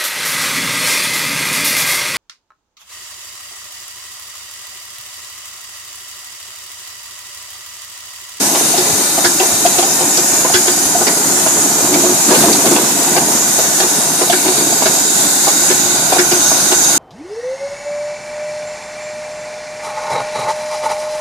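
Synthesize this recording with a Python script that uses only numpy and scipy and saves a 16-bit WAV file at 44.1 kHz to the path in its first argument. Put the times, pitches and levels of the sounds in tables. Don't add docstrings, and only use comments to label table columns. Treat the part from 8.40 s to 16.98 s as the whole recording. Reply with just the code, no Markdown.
import sys
import numpy as np
from scipy import signal
from scipy.fft import rfft, irfft, next_fast_len
from scipy.io import wavfile
from scipy.ndimage import map_coordinates

SR = 44100
rng = np.random.default_rng(int(sys.argv[2]) if len(sys.argv) > 2 else 0)


def waveform_to_disk(signal):
    frames = np.transpose(np.atleast_2d(signal))
    scaled = np.clip(frames, -1, 1) * 32767
    samples = np.round(scaled).astype(np.int16)
    wavfile.write(sys.argv[1], SR, samples)


N = 378365

# frequency in Hz, likeness from 0 to 1.
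EAR_LIKENESS = [(25, 1), (70, 0.9), (150, 0.99), (350, 0.97), (600, 0.85), (850, 1), (1200, 0.082),
                (2000, 0.42), (5000, 0.13), (12000, 0.0016)]
# frequency in Hz, ring time in seconds.
HALL_RING_TIMES = [(150, 0.015), (1000, 0.15), (4000, 0.12), (12000, 0.021)]

# frequency in Hz, level in dB.
DRIVE_COLOUR = [(20, -36), (42, -17), (80, -13.5), (100, -9.5), (120, -7.5), (155, 3), (185, -4),
                (350, -23), (700, 2.5), (2000, -23.5)]
HISS_COLOUR = [(100, -62), (600, -2.5), (2000, -2.5), (3300, -7), (3750, -1), (4150, -2.5), (5400, 1.5),
               (6100, 4.5), (7700, 5), (8600, 4), (9800, 4), (11300, -3), (13000, -1.5), (14000, -1.5)]
THUD_COLOUR = [(40, -50), (90, -19), (150, -2.5), (178, -3.5), (205, 2.5), (260, 0.5), (295, 6.5),
               (420, -7), (510, -18), (900, -25.5)]
CLATTER_COLOUR = [(300, -58), (550, -10), (680, 5), (950, 5), (1250, -8), (1550, -26), (2300, -12),
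                  (3200, -14), (6000, -56), (12000, -9)]
TAP_COLOUR = [(250, -27), (550, 10.5), (750, -12), (1150, 5), (2000, -9.5), (5000, -8), (12000, -24)]
CRACK_COLOUR = [(30, -13), (120, -5), (400, -9), (1000, -16.5), (1500, -7), (2100, -4), (3000, -5),
                (4000, -6), (4800, -2.5), (5600, -3.5), (8000, -31), (14000, -27)]

# pitch in Hz, width in Hz, level in dB.
GUIDE_TONES = [(3700, 150, 1), (3880, 160, 0.5), (4740, 280, -1)]
NOZZLE_TONES = [(6430, 200, -6.5), (6800, 89, -4.5), (7250, 150, -10.5), (8000, 660, -13.5)]
HEAP_TONES = [(418.7, 24.4, -9), (694, 41, -12.5), (973, 39, -15)]
RAIL_TONES = [(282, 87, -1.5), (524, 290, -1), (690, 205, 4), (914, 147, 1), (1147, 130, -3),
              (1600, 180, -13)]
# multiple of the wall's pitch, level in dB, ring time in seconds.
WALL_TONES = [(.86, -19, 0.028), (0.999, 6, 0.053), (1.27, -13.5, 0.082)]
# multiple of the snap's pitch, width in Hz, level in dB.
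SHOULDER_TONES = [(1, 170, 2), (1.16, 200, 2), (1.33, 240, -3.5)]

# time in seconds, whirr in dB, pulley ring in dB.
BELT_LEVELS = [(0, -27.5, -36), (3, -40, -32), (6, -27, -33), (7.0, -26, -29.5), (8.5, -24, -27)]
# start in seconds, level in dB.
FRAME_THUMPS = [(0.524, -5), (0.843, -11), (1.124, -8), (2.135, -5), (2.449, -12), (3.18, -14), (3.43, -11),
                (6.47, -14), (8.085, -10)]
# time in seconds, level in dB.
HISS_LEVELS = [(0, -13), (3.8, -13.5), (4.0, -10), (4.5, -14), (5.2, -13.5), (7.9, -13.5), (8.5, -12.5)]
# time in seconds, level in dB, favoured pitch in Hz.
WHISTLE_PATH = [(0.2, -27.5, 6390), (0.95, -20.5, 6720), (1.72, -20, 6790), (2.07, -15, 6670),
                (2.27, -19, 6750), (4.0, -19, 6720), (5.12, -19, 6710), (5.85, -22.5, 6660),
                (6.3, -19.5, 6650), (6.68, -18.5, 6820), (7.03, -16.5, 6750), (7.55, -18, 6640),
                (7.8, -19, 6580), (8.06, -19.5, 6380), (8.58, -16.5, 6620)]
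# time of full strength in seconds,
# level in dB compared with the steady tumbling, length in seconds.
HEAP_SLIDES = [(0.0, 2, 0.13), (2.683, -0.5, 1), (3.446, 6, 0.18), (3.9, 11.5, 0.13), (4.25, 7.5, 0.065),
               (4.418, 2, 0.53), (6.05, 2, 0.19)]
# start in seconds, level in dB, pitch in Hz.
RIM_CLINKS = [(0.377, -24, 5340), (0.849, -21.5, 4840), (1.772, -21.5, 5700), (4.129, -25, 4560),
              (5.898, -25.5, 3160)]
# start in seconds, wall ring in dB, wall pitch in Hz,
# rail clack in dB.
LANDINGS = [(0.337, -38, 720, -41), (0.776, -34, 700, -33), (0.999, -34, 770, -47), (1.25, -23.5, 700, -33),
            (1.385, -34, 677, -41), (2.043, -42, 650, -31), (2.096, -40, 704, -41), (2.548, -29, 702, -42),
            (3.059, -42, 950, -29), (3.635, -29.5, 670, -40), (4.035, -30, 690, -43),
            (4.245, -33, 680, -46), (5.185, -46, 854, -32), (5.895, -26, 694, -46), (6.32, -37, 695, -37),
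            (6.415, -42, 938, -29.5), (6.455, -33, 655, -37), (7.068, -41, 620, -28.5),
            (7.138, -46, 696, -45), (7.718, -44, 950, -26.5), (7.757, -33, 703, -34),
            (8.111, -39, 944, -33)]
# start in seconds, level in dB, pitch in Hz.
DENT_SNAPS = [(0.843, -25, 1440), (2.139, -28.5, 1450), (2.666, -40, 1670), (5.921, -27, 1480),
              (7.782, -25.5, 1450)]
# start in seconds, crack in dB, rail clack in dB,
# hollow note in dB, that note's ring time in seconds.
BOTTLE_KNOCKS = [(0.145, -36, -30, -36, 0.14), (0.375, -38, -38, -26, 0.3), (0.839, -35, -31, -25.5, 0.19),
                 (0.994, -31, -35, -24.5, 0.26), (1.023, -41, -33, -28, 0.13), (1.25, -33, -44, -31, 0.24),
                 (1.379, -31.5, -31, -26, 0.18), (1.42, -37, -28, -46, .1), (1.603, -38, -33, -32, 0.16),
                 (1.772, -42, -32, -32, 0.2), (2.137, -27, -35, -24.5, 0.24),
                 (2.272, -33.5, -32, -27, 0.15), (2.605, -44, -28.5, -30, 0.17),
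                 (2.664, -29.5, -28.5, -29, 0.073), (3.533, -33, -46, -34, 0.23),
                 (3.64, -47, -38, -28, 0.15), (3.904, -31.5, -24.5, -21.5, 0.11),
                 (3.938, -33, -27, -36, 0.16), (4.018, -37, -41, -32.5, 0.25),
                 (4.252, -33.5, -30.5, -26, 0.13), (4.307, -38, -28, -22.5, 0.15),
                 (4.355, -33, -28, -31, 0.22), (4.761, -30, -27.5, -31.5, 0.098),
                 (5.395, -31.5, -30.5, -32, 0.16), (5.427, -39, -33, -26.5, 0.19),
                 (5.807, -39, -28, -29, 0.082), (5.922, -34, -35, -27.5, 0.13),
                 (6.051, -38, -34, -26.5, 0.27), (6.078, -37, -35, -26, .18),
                 (6.453, -29.5, -39, -29.5, 0.099), (7.297, -31, -34, -26.5, 0.11),
                 (7.783, -28, -43, -22.5, 0.16), (7.911, -32, -34, -25.5, 0.24),
                 (7.947, -46, -52, -28.5, 0.24), (8.312, -33, -29, -28.5, 0.082)]

NECK_HZ = 356


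def amp(db):
    return 10 ** (np.asarray(db) / 20)


def unit(x):
    return x / np.sqrt(np.mean(x ** 2) + 1e-20)


def fade(t, t60):
    return amp(-60 * t / t60)


def along(points, hz):
    freqs, values = np.transpose(points)
    return np.interp(np.log(hz + 1), np.log(freqs + 1), values)


def curves(rows):
    times, *columns = np.transpose(rows)
    return [np.interp(np.arange(N) / SR, times, column) for column in columns]


def wobble(rate):
    return map_coordinates(rng.standard_normal(int(N * rate / SR) + 4), [np.arange(N) * rate / SR])


def noise():
    return rng.standard_normal((2, N))


def add(track, start, sound):
    part = track[:, max(round(start * SR), 0):][:, :sound.shape[1]]
    part += sound[:, :part.shape[1]]


def filtered(x, response):
    n = x.shape[-1]
    padded = next_fast_len(n + SR // 4)
    return irfft(rfft(x, padded) * response(np.fft.rfftfreq(padded, 1 / SR)), padded)[..., :n]


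def colour(spectrum):
    return lambda hz: amp(along(spectrum, hz))


def body(tones):
    return lambda f: sum((-1) ** k * amp(db) * 1j * f * width / (hz * hz - f * f + 1j * f * width)
                         for k, (hz, width, db) in enumerate(tones))


def heard(pair, response):
    def shares(hz):
        angle = np.arccos(np.clip(along(EAR_LIKENESS, hz), -1, 1)) / 2
        return response(hz) * np.array([np.cos(angle), np.sin(angle)])
    mid, side = filtered(pair, shares)
    return unit(np.array([mid + side, mid - side]))


def hall(x):
    hz, t, spectrum = signal.stft(rng.standard_normal((2, SR // 2)), SR, nperseg=256)
    dying = spectrum * fade(t, along(HALL_RING_TIMES, hz)[:, None])
    tail = signal.istft(dying, SR, nperseg=256)[1]
    tail = heard(tail, np.ones_like) / np.sqrt(tail.shape[1])
    return signal.fftconvolve(x, tail, axes=1)[:, :N]


def drive(rumble_db, pulley_hz):
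    whirr_db, ring_db = curves(BELT_LEVELS)
    slip_db = 1.1 * wobble(10) + 1.2 * wobble(45)
    judder_db = 2.5 * wobble(9)
    rumble = amp(rumble_db + judder_db) * heard(noise(), colour(DRIVE_COLOUR))
    rubbing = amp(whirr_db + slip_db) * heard(noise(), body(GUIDE_TONES))
    pulley = amp(ring_db) * heard(noise(), body([(pulley_hz, 70, 0)]))
    return rumble + (rubbing + pulley) * amp([[-.7], [.7]])


def thumps(hz, t60):
    track, t = np.zeros((2, N)), np.arange(SR // 4) / SR
    push = np.sin(2 * np.pi * hz * t) * fade(t, t60) * (1 - np.exp(-t / 0.011)) ** 2
    for start, db in FRAME_THUMPS:
        add(track, start, amp(db) * push[None])
    return track


def panels(x, echo_db, drift_s):
    n, out = np.arange(N), x.copy()
    for side in range(2):
        for delay in rng.uniform(0.001003, .009, size=6):
            path_s = delay + drift_s * np.interp(n / SR, np.arange(10), rng.standard_normal(10))
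            out[side] += amp(echo_db) * map_coordinates(x[side], [n - path_s * SR], order=3)
    return unit(out)


def air_jets(whistle_db, middle_hz, pan_db_per_s):
    angle_db, favoured_hz = curves(WHISTLE_PATH)
    hiss_db, = curves(HISS_LEVELS)
    rush = panels(heard(noise(), colour(HISS_COLOUR)), echo_db=-4.0, drift_s=0.0001195)
    tilt_db = (favoured_hz - middle_hz) / 23.5
    whistle = 0
    for hz, width, db in NOZZLE_TONES:
        lean = np.clip((hz - middle_hz) / 400, -1, 1)
        whistle = whistle + amp(db + tilt_db * lean) * heard(noise(), body([(hz, width, 0)]))
    whistle = panels(whistle, echo_db=-16.0, drift_s=0.000097)
    right_db = pan_db_per_s * np.arange(N) / SR
    whistle *= amp(np.array([-right_db, right_db]) / 2)
    flutter_db, waver_db = .65 * wobble(16), 1.2 * wobble(12)
    hiss = amp(hiss_db + flutter_db) * rush * amp([[.4], [-.4]])
    return hiss + amp(angle_db + whistle_db + waver_db) * whistle


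def bottle_hum(start_s, length_s, level_db, waver_hz, waver_db):
    rise_s, fall_s = 0.03, 0.027
    t = np.arange(N) / SR - start_s
    held = np.clip(t / rise_s, 0, 1) * np.clip((length_s - t) / fall_s + 1, 0, 1)
    pitch_hz = NECK_HZ + waver_hz * wobble(25.1)
    tone = np.sin(2 * np.pi * np.cumsum(pitch_hz) / SR)
    return held * amp(level_db + waver_db * wobble(22)) * unit(tone)


def collisions(rate, spread_db, t60):
    chance, size = rng.random(N), rng.standard_normal(N)
    blows = (chance < rate / SR) * amp(spread_db * np.clip(size, -2, 2))
    power = signal.lfilter([1], [1, -fade(1 / SR, t60) ** 2], blows ** 2)
    return np.sqrt(power) * noise()


def surge(rise_s=0.053, settle_s=0.26):
    t, power = np.arange(N) / SR, 1
    for full_at, db, length in HEAP_SLIDES:
        rising = np.clip((t - full_at) / rise_s + 1, 0, 1)
        settling = np.exp(-np.maximum(t - full_at - length, 0) / settle_s)
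        power = power + (amp(db) * rising * settling) ** 2
    return 10 * np.log10(power)


def bowl(thud_db, neck_db, clatter_db, wall_db):
    surge_db = surge()
    away_db = 0.5 * np.maximum(np.arange(N) / SR - 4.55, 0)
    soft = collisions(rate=240, spread_db=3, t60=0.069)
    hard = collisions(rate=130, spread_db=1.5, t60=0.096)
    glancing = collisions(rate=80, spread_db=0.5, t60=0.032)
    thuds = amp(thud_db + surge_db) * heard(soft, colour(THUD_COLOUR))
    necks = amp(neck_db + 0.59 * surge_db) * heard(noise(), body([(NECK_HZ, 7, 0)]))
    clatter = amp(clatter_db) * heard(hard, colour(CLATTER_COLOUR))
    walls = amp(wall_db) * heard(glancing, body(HEAP_TONES))
    low = amp(-0.35 * away_db) * (thuds + necks)
    high = amp(0.68 * surge_db - away_db) * (clatter + walls)
    return low + high


def taps(level_db, rate, spread_db):
    touches = collisions(rate, spread_db, t60=0.1)
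    return amp(level_db + surge()) * heard(touches, colour(TAP_COLOUR))


def chatter(t, span_s, t60):
    touches = np.linspace(0, 1, num=5) * span_s * rng.uniform(.7, 1.3, size=5)
    return sum(rng.uniform(0.39, 1) * (t >= at) * fade(np.abs(t - at), t60) for at in touches)


def crackle(force, t, scuff_db):
    hz = np.geomspace(1000, 6000, num=40)[:, None] * rng.uniform(.94, 1.06, size=(40, 1))
    phase = 2 * np.pi * (hz * t + rng.random((2, len(hz), 1)))
    tones = np.sum(np.sin(phase), axis=1) * fade(t, t60=0.055)
    pressed = force * (1 - np.exp(-t / .004))
    rough_force = pressed * rng.standard_normal(len(t))
    ring = signal.fftconvolve(tones, rough_force[None], axes=1)[:, :len(t)]
    scuff = pressed * rng.standard_normal((2, len(t)))
    return unit(filtered(unit(ring) + amp(scuff_db) * unit(scuff), colour(CRACK_COLOUR)))


def clack(t, gap_s, loss_db):
    spot = rng.uniform(-1, 1, size=(len(RAIL_TONES), 2))
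    tones = [(hz * (1 + .07 * detune), width, db + 2 * boost)
             for (hz, width, db), (detune, boost) in zip(RAIL_TONES, spot)]
    touch, blows = np.arange(6), np.zeros((2, len(t)))
    strength = amp(-loss_db * np.abs(touch - 1))
    for channel in blows:
        times = gap_s * (touch + rng.uniform(.4, 1.2, size=len(touch)))
        channel[(times * SR).astype(int)] = strength * rng.choice([-1, 1], size=len(touch))
    return heard(blows, body(tones))


def wall_ring(wall_hz, t):
    ratio, db, t60 = np.transpose(WALL_TONES)[:, :, None]
    phase = 2 * np.pi * (wall_hz * ratio * t + rng.random((2, len(WALL_TONES), 1)))
    swell = (1 - np.exp(-t / .0055)) ** 2
    spot_db = 1.5 * rng.standard_normal((len(WALL_TONES), 1))
    tones = amp(db + spot_db) * fade(t, t60) * swell * np.sin(phase)
    return heard(np.sum(tones, axis=1), np.ones_like)


def hoot(t, t60, belly_hz=286):
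    pitch_hz = NECK_HZ * (1 + .012 * rng.standard_normal())
    note = np.sin(2 * np.pi * pitch_hz * t) * fade(t, t60)
    belly = amp(-4) * np.sin(2 * np.pi * belly_hz * t) * fade(t, t60=0.063)
    swell = 1 - np.exp(-t / .006)
    return unit((note + belly) * swell)


def clinks(width_hz, t60):
    track, t = np.zeros((2, N)), np.arange(SR // 8) / SR
    for start, db, hz in RIM_CLINKS:
        scrape = fade(t, t60) * rng.standard_normal((2, len(t)))
        add(track, start, amp(db) * heard(scrape, body([(hz, width_hz, 0)])))
    return track


def landings(wall_db, clack_db, crack_db):
    track, t = np.zeros((2, N)), np.arange(SR // 4) / SR
    for start, wall, wall_hz, rail in LANDINGS:
        force = chatter(t, span_s=0.015, t60=0.016)
        contact = clack(t, gap_s=.003, loss_db=2.0) + amp(crack_db) * crackle(force, t, scuff_db=-2.0)
        add(track, start, amp(wall + wall_db) * wall_ring(wall_hz, t) + amp(rail + clack_db) * contact)
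    return track


def snaps():
    track, t = np.zeros((2, N)), np.arange(SR // 4) / SR
    for start, db, hz in DENT_SNAPS:
        flexing = chatter(t, span_s=.018, t60=.022) * rng.standard_normal((2, len(t)))
        shoulder = body([(hz * ratio, width, level) for ratio, width, level in SHOULDER_TONES])
        add(track, start, amp(db) * heard(flexing, shoulder))
    return track


def knocks(clack_db, hollow_db, crack_db):
    track, t = np.zeros((2, N)), np.arange(SR // 3) / SR
    lag_s = 0.0046
    for start, crack, rail, hollow, t60 in BOTTLE_KNOCKS:
        force = chatter(t, span_s=.023, t60=0.0086) * fade(t, 0.063)
        plastic = amp(crack + crack_db) * crackle(force, t, scuff_db=-4.0)
        steel = amp(rail + clack_db) * clack(t, gap_s=.005, loss_db=2)
        add(track, start, plastic + steel)
        add(track, start + lag_s, amp(hollow + hollow_db) * hoot(t, t60)[None])
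    return track


def scene():
    near = knocks(clack_db=-2.5, hollow_db=-0.4, crack_db=2.2) + snaps()
    near += landings(wall_db=1.9, clack_db=1.4, crack_db=-6) + clinks(width_hz=1300, t60=0.11)
    tumbling = bowl(thud_db=-26.17, neck_db=-32.5, clatter_db=-28.5, wall_db=-30.5)
    tumbling += taps(level_db=-35.0, rate=22, spread_db=-0.5)
    air = air_jets(whistle_db=1.17, middle_hz=6688, pan_db_per_s=0.74)
    air += bottle_hum(start_s=3.47, length_s=0.41, level_db=-27, waver_hz=4.8, waver_db=6)
    echo = amp(-5.5) * hall(near)
    machinery = drive(rumble_db=-28.0, pulley_hz=1480) + thumps(hz=97, t60=0.068)
    return near + echo + tumbling + air + machinery


def record(dry):
    bass_hz, top_hz, ceiling = 75, 14000, .92
    thin = filtered(dry, lambda hz: 1j * hz / (bass_hz + 1j * hz))
    rounded = thin / (1 + np.abs(thin / ceiling) ** 8) ** (1 / 8)
    return filtered(rounded, lambda hz: hz < top_hz)


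dry = scene()
out = record(dry)
waveform_to_disk(out)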